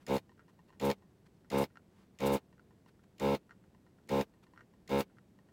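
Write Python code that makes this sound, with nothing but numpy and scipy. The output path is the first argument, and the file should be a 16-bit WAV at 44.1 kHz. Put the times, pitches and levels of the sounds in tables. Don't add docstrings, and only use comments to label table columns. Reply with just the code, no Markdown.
import sys
import numpy as np
from scipy import signal
from scipy.fft import rfft, irfft, next_fast_len
from scipy.io import wavfile

SR = 44100
rng = np.random.default_rng(int(sys.argv[2]) if len(sys.argv) > 2 else 0)


def dump_mix(stems):
    frames = np.atleast_2d(stems).T
    limited = np.clip(frames, -1, 1)
    pcm = np.round(limited * 32767).astype(np.int16)
    wavfile.write(sys.argv[1], SR, pcm)


N = 243431
TIME = np.arange(N) / SR
TINY = 1e-18


def from_db(db):
    return 10 ** (np.asarray(db) / 20)


def rms_one(x):
    return x / np.sqrt(np.mean(x ** 2) + 1e-20)


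def noise(spectrum):
    hz, db = np.transpose(spectrum)
    size = next_fast_len(N, real=True)
    bins = np.maximum(np.fft.rfftfreq(size, 1 / SR), 1)
    low_cut = np.minimum(bins / hz[0], 1) ** 2
    colour = low_cut * from_db(np.interp(np.log(bins), np.log(hz), db))
    white = rng.standard_normal(size)
    return rms_one(irfft(rfft(white) * colour, size)[:N])


def drift(rate):
    knots = rng.standard_normal(N)
    return np.interp(TIME * rate, np.arange(N), knots)


def swells(rows):
    level = np.zeros(N)
    for middle, half, db in rows:
        level += from_db(db) * np.exp(-np.minimum(((TIME - middle) / half) ** 2 / 2, 20))
    return level


def ring(force, hz, t60):
    r, w = from_db(-60 / (t60 * SR)), 2 * np.pi * hz / SR
    return signal.lfilter([0, np.sin(w)], [1, -2 * r * np.cos(w), r * r], force + TINY)


def resonate(x, hz, width):
    r = np.exp(-np.pi * width / SR)
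    feedback = [1, -2 * r * np.cos(2 * np.pi * hz / SR), r * r]
    return signal.lfilter(np.array([1, 0, -1]) * (1 - r * r) / 2, feedback, x + TINY)


def contact(touches, grit, click=1, size=6000):
    forces = np.zeros((2, N + size))
    friction = grit * rng.standard_normal(N + size)
    for s, db, length, share in touches:
        at = int(s * SR)
        share = np.clip(share, 0, 1)
        force = friction[at:at + size] * np.exp(-np.arange(size) / (length * SR))
        force[0] += click
        forces[:, at:at + size] += from_db(db) * np.outer([1 - share, share], force)
    return forces[:, :N]


def room_tone(level_db=-64):
    # frequency in Hz, relative level in dB per Hz.
    room_colour = [(25, -19), (45, -12), (100, -4), (150, -4.5), (188, 0), (250, -8), (355, -8.5),
                   (570, -18), (950, -24), (1200, -28.5), (1850, -30), (2300, -33), (7800, -41),
                   (15800, -45)]
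    return from_db(level_db) * noise(room_colour)


def electronic_whine(hz=7930, rms_db=-100):
    return from_db(rms_db) * np.sqrt(2) * np.sin(2 * np.pi * hz * TIME)


def handling(per_s=7, level_db=-79, fade_s=0.0093):
    shifts = (rng.random(N) < per_s / SR) * rng.uniform(.5, 1.5, N)
    rustle = signal.lfilter([1], [1, -np.exp(-1 / (fade_s * SR))], shifts + TINY)
    return from_db(level_db) * rustle * noise([(800, 9), (2000, -7), (4500, -3.5), (9000, -16), (15000, -23)])


def tip_touches(bump_flex=.75, catch_lead_s=.015, catch_db=-8.5, catch_scrape_s=0.0099, graze_lag_s=0.022,
                graze_db=-22.5, nudges_per_s=3, nudge_db=-65, nudge_spread_db=2, nudge_scrape_s=0.014):
    # start in seconds, level in dB, scrape length in seconds.
    flick_rows = [(0.394, -55, 0.018), (1.772, -44.5, 0.002), (2.5954, -55.5, 0.0035), (3.509, -48, 0.009),
                  (4.5763, -50.5, 0.011), (4.608, -49.5, 0.005), (5.185, -54, 0.0027)]
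    # start in seconds, level in dB, scrape length in seconds.
    bump_rows = [(0.294, -61, .008), (0.318, -64, 0.0055), (0.482, -66, .02), (0.704, -61, 0.0022),
                 (1.023, -66.5, 0.023), (2.528, -63, 0.0077), (2.862, -62, .005), (3.748, -65, 0.0052),
                 (4.536, -63, .02), (4.738, -67, .005), (5.389, -63, .004)]
    touches = [(s, db, scrape, bump_flex) for s, db, scrape in bump_rows]
    for s, db, scrape in flick_rows:
        touches.append((s - catch_lead_s, db + catch_db, catch_scrape_s, 0))
        touches.append((s, db, scrape, 0))
        touches.append((s + graze_lag_s, db + graze_db, scrape, 0))
    chance, strength, flex = rng.random((3, N))
    for i in np.flatnonzero(chance < nudges_per_s / SR):
        db = nudge_db + nudge_spread_db * (2 * strength[i] - 1)
        touches.append((TIME[i], db, nudge_scrape_s, bump_flex * flex[i]))
    return touches


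def tip(grit=0.048, low_hz=750, soft_hz=7000):
    # frequency in Hz, 60 dB decay in seconds,
    # level in dB when the tip is flicked, level in dB when the board flexes.
    board_modes = [(870, 0.017, -43, -20), (999, 0.022, -16, 8.5), (1418, 0.017, 1.5, -16),
                   (1567, 0.0089, -5, -31), (1840, 0.021, -10, 1), (2770, 0.011, -17.5, -3),
                   (4160, 0.0054, -17, -5), (5360, 0.0055, -17, -12), (6770, 0.0069, -24, -13)]
    # middle in seconds, half length in seconds, level in dB.
    scuff_rows = [(0.02, 0.014, -69.5), (.495, 0.0089, -72.5), (.688, .006, -71), (1.266, 0.0051, -67.5),
                  (1.995, 0.047, -73.5), (2.888, 0.0082, -67), (3.04, .004, -69), (4.437, 0.0061, -65)]
    flicks, flexes = contact(tip_touches(), grit)
    ticks = np.zeros(N)
    for hz, t60, flick_db, flex_db in board_modes:
        ticks += ring(from_db(flick_db) * flicks + from_db(flex_db) * flexes, hz, t60)
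    ticks = signal.sosfilt(signal.butter(2, [low_hz, soft_hz], "band", fs=SR, output="sos"), ticks)
    scuffs = swells(scuff_rows) * noise([(1000, 12.0), (3500, 0.5), (8000, -9), (15000, -17)])
    return ticks + scuffs


def trigger(rattle_s=0.0021, grit=0.16, click=0.78, second_click_s=.016, bounce_s=.0026, bounce_db=-10,
            bounce_dull=0.8, release_dull=0.72):
    # start in seconds, first click in dB, second click in dB.
    press_rows = [(0.0657, -36.5, -39), (.798, -35.5, -43), (1.5012, -34.5, -41), (2.188, -41.5, -36),
                  (3.182, -48, -35.5), (4.0745, -58.5, -34), (4.877, -43, -40.5)]
    # start in seconds, level in dB.
    release_rows = [(0.1659, -35.5), (0.181, -41), (0.9011, -30), (.914, -31), (1.6401, -38.5),
                    (3.3497, -32.5), (4.2112, -30.5), (5.007, -31)]
    # frequency in Hz, 60 dB decay in seconds,
    # level in dB when snapped, level in dB when knocked.
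    handle_modes = [(1970, 0.008, -11.5, 0.5), (3120, 0.0023, -5.5, 0), (4220, 0.0098, -20, -3.5),
                    (5190, 0.006, -12, -6), (6500, 0.0031, -10.5, -8), (7100, 0.0056, -9, -13.5),
                    (9600, 0.0011, -9.5, -11), (11000, 0.0018, -10.5, -8), (15200, 0.0027, -20, -18)]
    touches = [(s, db, rattle_s, release_dull) for s, db in release_rows]
    for pressed, first_db, second_db in press_rows:
        for s, db in ((pressed, first_db), (pressed + second_click_s, second_db)):
            touches.append((s, db, rattle_s, 0))
            touches.append((s + bounce_s, db + bounce_db, rattle_s, bounce_dull))
    snaps, knocks = contact(touches, grit, click)
    clicks = np.zeros(N)
    for k, (hz, t60, snap_db, knock_db) in enumerate(handle_modes):
        force = from_db(snap_db) * snaps + from_db(knock_db) * knocks
        clicks += (-1) ** k * ring(force, hz, t60)
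    return clicks


def slurps(sputter_db=1.5, whistle_hz=14550, whistle_width_hz=1000, whistle_db=-4):
    # middle in seconds, half length in seconds, level in dB.
    slurp_rows = [(0.153, 0.02, -55), (0.858, 0.011, -50), (0.902, 0.012, -54.5), (1.587, 0.0063, -46),
                  (1.620, 0.017, -51.5), (2.272, 0.0086, -43.5), (2.342, 0.014, -46), (4.19, 0.025, -60),
                  (5.001, 0.012, -47)]
    # frequency in Hz, relative level in dB per Hz.
    rush_colour = [(1200, 20), (2200, 0), (4000, 8), (6000, 5), (8000, 10.5), (9500, 7.5), (11200, 9.5),
                   (13000, 5), (15500, -16)]
    rush = noise(rush_colour) * from_db(sputter_db * drift(600))
    whistle = rms_one(resonate(rng.standard_normal(N), whistle_hz, whistle_width_hz))
    return swells(slurp_rows) * (rush + from_db(whistle_db) * whistle)


def run_down(t, time_constant):
    return np.exp(1 - np.hypot(1, t / time_constant))


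def pump(pump_hz=69.3, drone_db=-29, air_db=-43, speed_wobble=.002, start_slack=0.0689, scatter=0.9,
         second_valve=0.62, valve_gap=.42, rough=0.22, puff=0.1, shudder=0.062,
         intake_above_hz=650, intake_lead=0.2888, intake_play=0.039, order_lag=1.74,
         spin_up_s=0.055, run_down_s=0.0072, speed_lag_s=0.02227, coast_s=0.88,
         drone_down_s=0.0081, air_down_s=0.026):
    # motor on in seconds, motor off in seconds, valve slap level in dB before the housing.
    burst_rows = [(0.069, 0.161, -47), (0.798, 0.906, -47.5), (1.501, 1.627, -46), (2.192, 2.355, -45),
                  (3.193, 3.342, -45.5), (4.085, 4.207, -47), (4.885, 5.002, -44)]
    # multiple of the shaft speed, relative level in dB.
    drone_orders = [(1, -17.5), (2, -9.5), (3, -3.5), (4, -7.5), (5, -10), (6, -6.5), (7, -2), (8, -3.5),
                    (9, -34), (10, -15.5), (11, -20), (12, -10.5), (13, -11), (14, -14.5), (15, -15.5),
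                    (16, -22.5)]
    # frequency in Hz, width in Hz, relative level in dB.
    housing_modes = [(1330, 81, 2), (1399, 150, -2), (1645, 120, -7), (2170, 33, 4), (2330, 125, -8),
                     (2640, 68, -10), (2820, 55, -4), (3270, 63, -12), (3668, 81, -1.5), (3675, 120, -16),
                     (4220, 180, -32), (4990, 200, -18.5)]
    # frequency in Hz, relative level in dB per Hz.
    air_colour = [(110, 9), (450, 11), (950, 6), (1250, 4), (1850, -3), (2200, 3), (2900, -1.5),
                  (3300, -4.5), (3750, -1.5), (4400, -7), (5000, -8.5), (6700, -12.5), (9700, -17.5),
                  (15500, -14)]
    drone, slaps, air = np.zeros((3, N))
    waver = 1 + speed_wobble * drift(60)
    unevenness = 1 + rough * drift(300)
    load = 1 + shudder * drift(140)
    drone_rms = np.sqrt(sum(from_db(db) ** 2 for k, db in drone_orders) / 2)
    for on, off, slap_db in burst_rows:
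        span = slice(int(on * SR), int((off + .12) * SR))
        t = np.maximum(TIME[span] - on, 0)
        coasting = np.maximum(t - (off - on), 0)
        spin_up = np.sin(np.pi / 2 * np.minimum(t / spin_up_s, 1))
        effort = spin_up * run_down(coasting, run_down_s)
        strength = from_db(drone_db) / drone_rms * spin_up ** 2.3
        strength = strength * run_down(coasting, drone_down_s) * load[span]
        speed = pump_hz * waver[span] * (1 - start_slack * np.exp(-t / speed_lag_s))
        speed = speed * np.exp(-coasting / coast_s)
        turns = np.cumsum(speed) / SR
        intake = intake_lead + intake_play * rng.standard_normal()
        for k, db in drone_orders:
            stroke = turns + intake * (k * pump_hz > intake_above_hz)
            lag = scatter * rng.standard_normal() - order_lag * np.log(k)
            drone[span] += from_db(db) * strength * np.cos(2 * np.pi * k * stroke + lag)
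        for place, force in ((0, 1), (valve_gap, second_valve)):
            since = ((turns - place + .5) % 1 - .5) * SR / pump_hz
            slaps[span] += force * from_db(slap_db) * effort * np.sinc(since / 2) * unevenness[span]
        flow = spin_up ** .65 * np.exp(-(coasting / air_down_s) ** 2.43)
        air[span] += from_db(air_db) * flow * (1 + puff * np.cos(4 * np.pi * turns))
    clatter = np.zeros(N)
    for k, (hz, width, db) in enumerate(housing_modes):
        clatter += (-1) ** k * from_db(db) * resonate(slaps, hz, width)
    return drone + from_db(36) * clatter + air * noise(air_colour)


def bench_echo(x, t60=0.033, low_hz=900, high_hz=6500, size=4000):
    t = np.arange(size) / SR
    tail = rng.standard_normal(size) * from_db(-60 * t / t60) * (t > .003)
    tail = signal.sosfilt(signal.butter(2, [low_hz, high_hz], "band", fs=SR, output="sos"), tail)
    return signal.oaconvolve(x, tail / np.sqrt(np.sum(tail ** 2)))[:N]


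def scene():
    background = room_tone() + electronic_whine()
    touches = handling() + tip()
    gun = trigger() + slurps() + pump()
    close = touches + gun
    return (close + from_db(-16.5) * bench_echo(close) + background)[None]


def record(dry, cutoff_hz=15900):
    return signal.sosfilt(signal.ellip(10, .3, 70, cutoff_hz, fs=SR, output="sos"), dry)


dry = scene()
out = record(dry)
dump_mix(out)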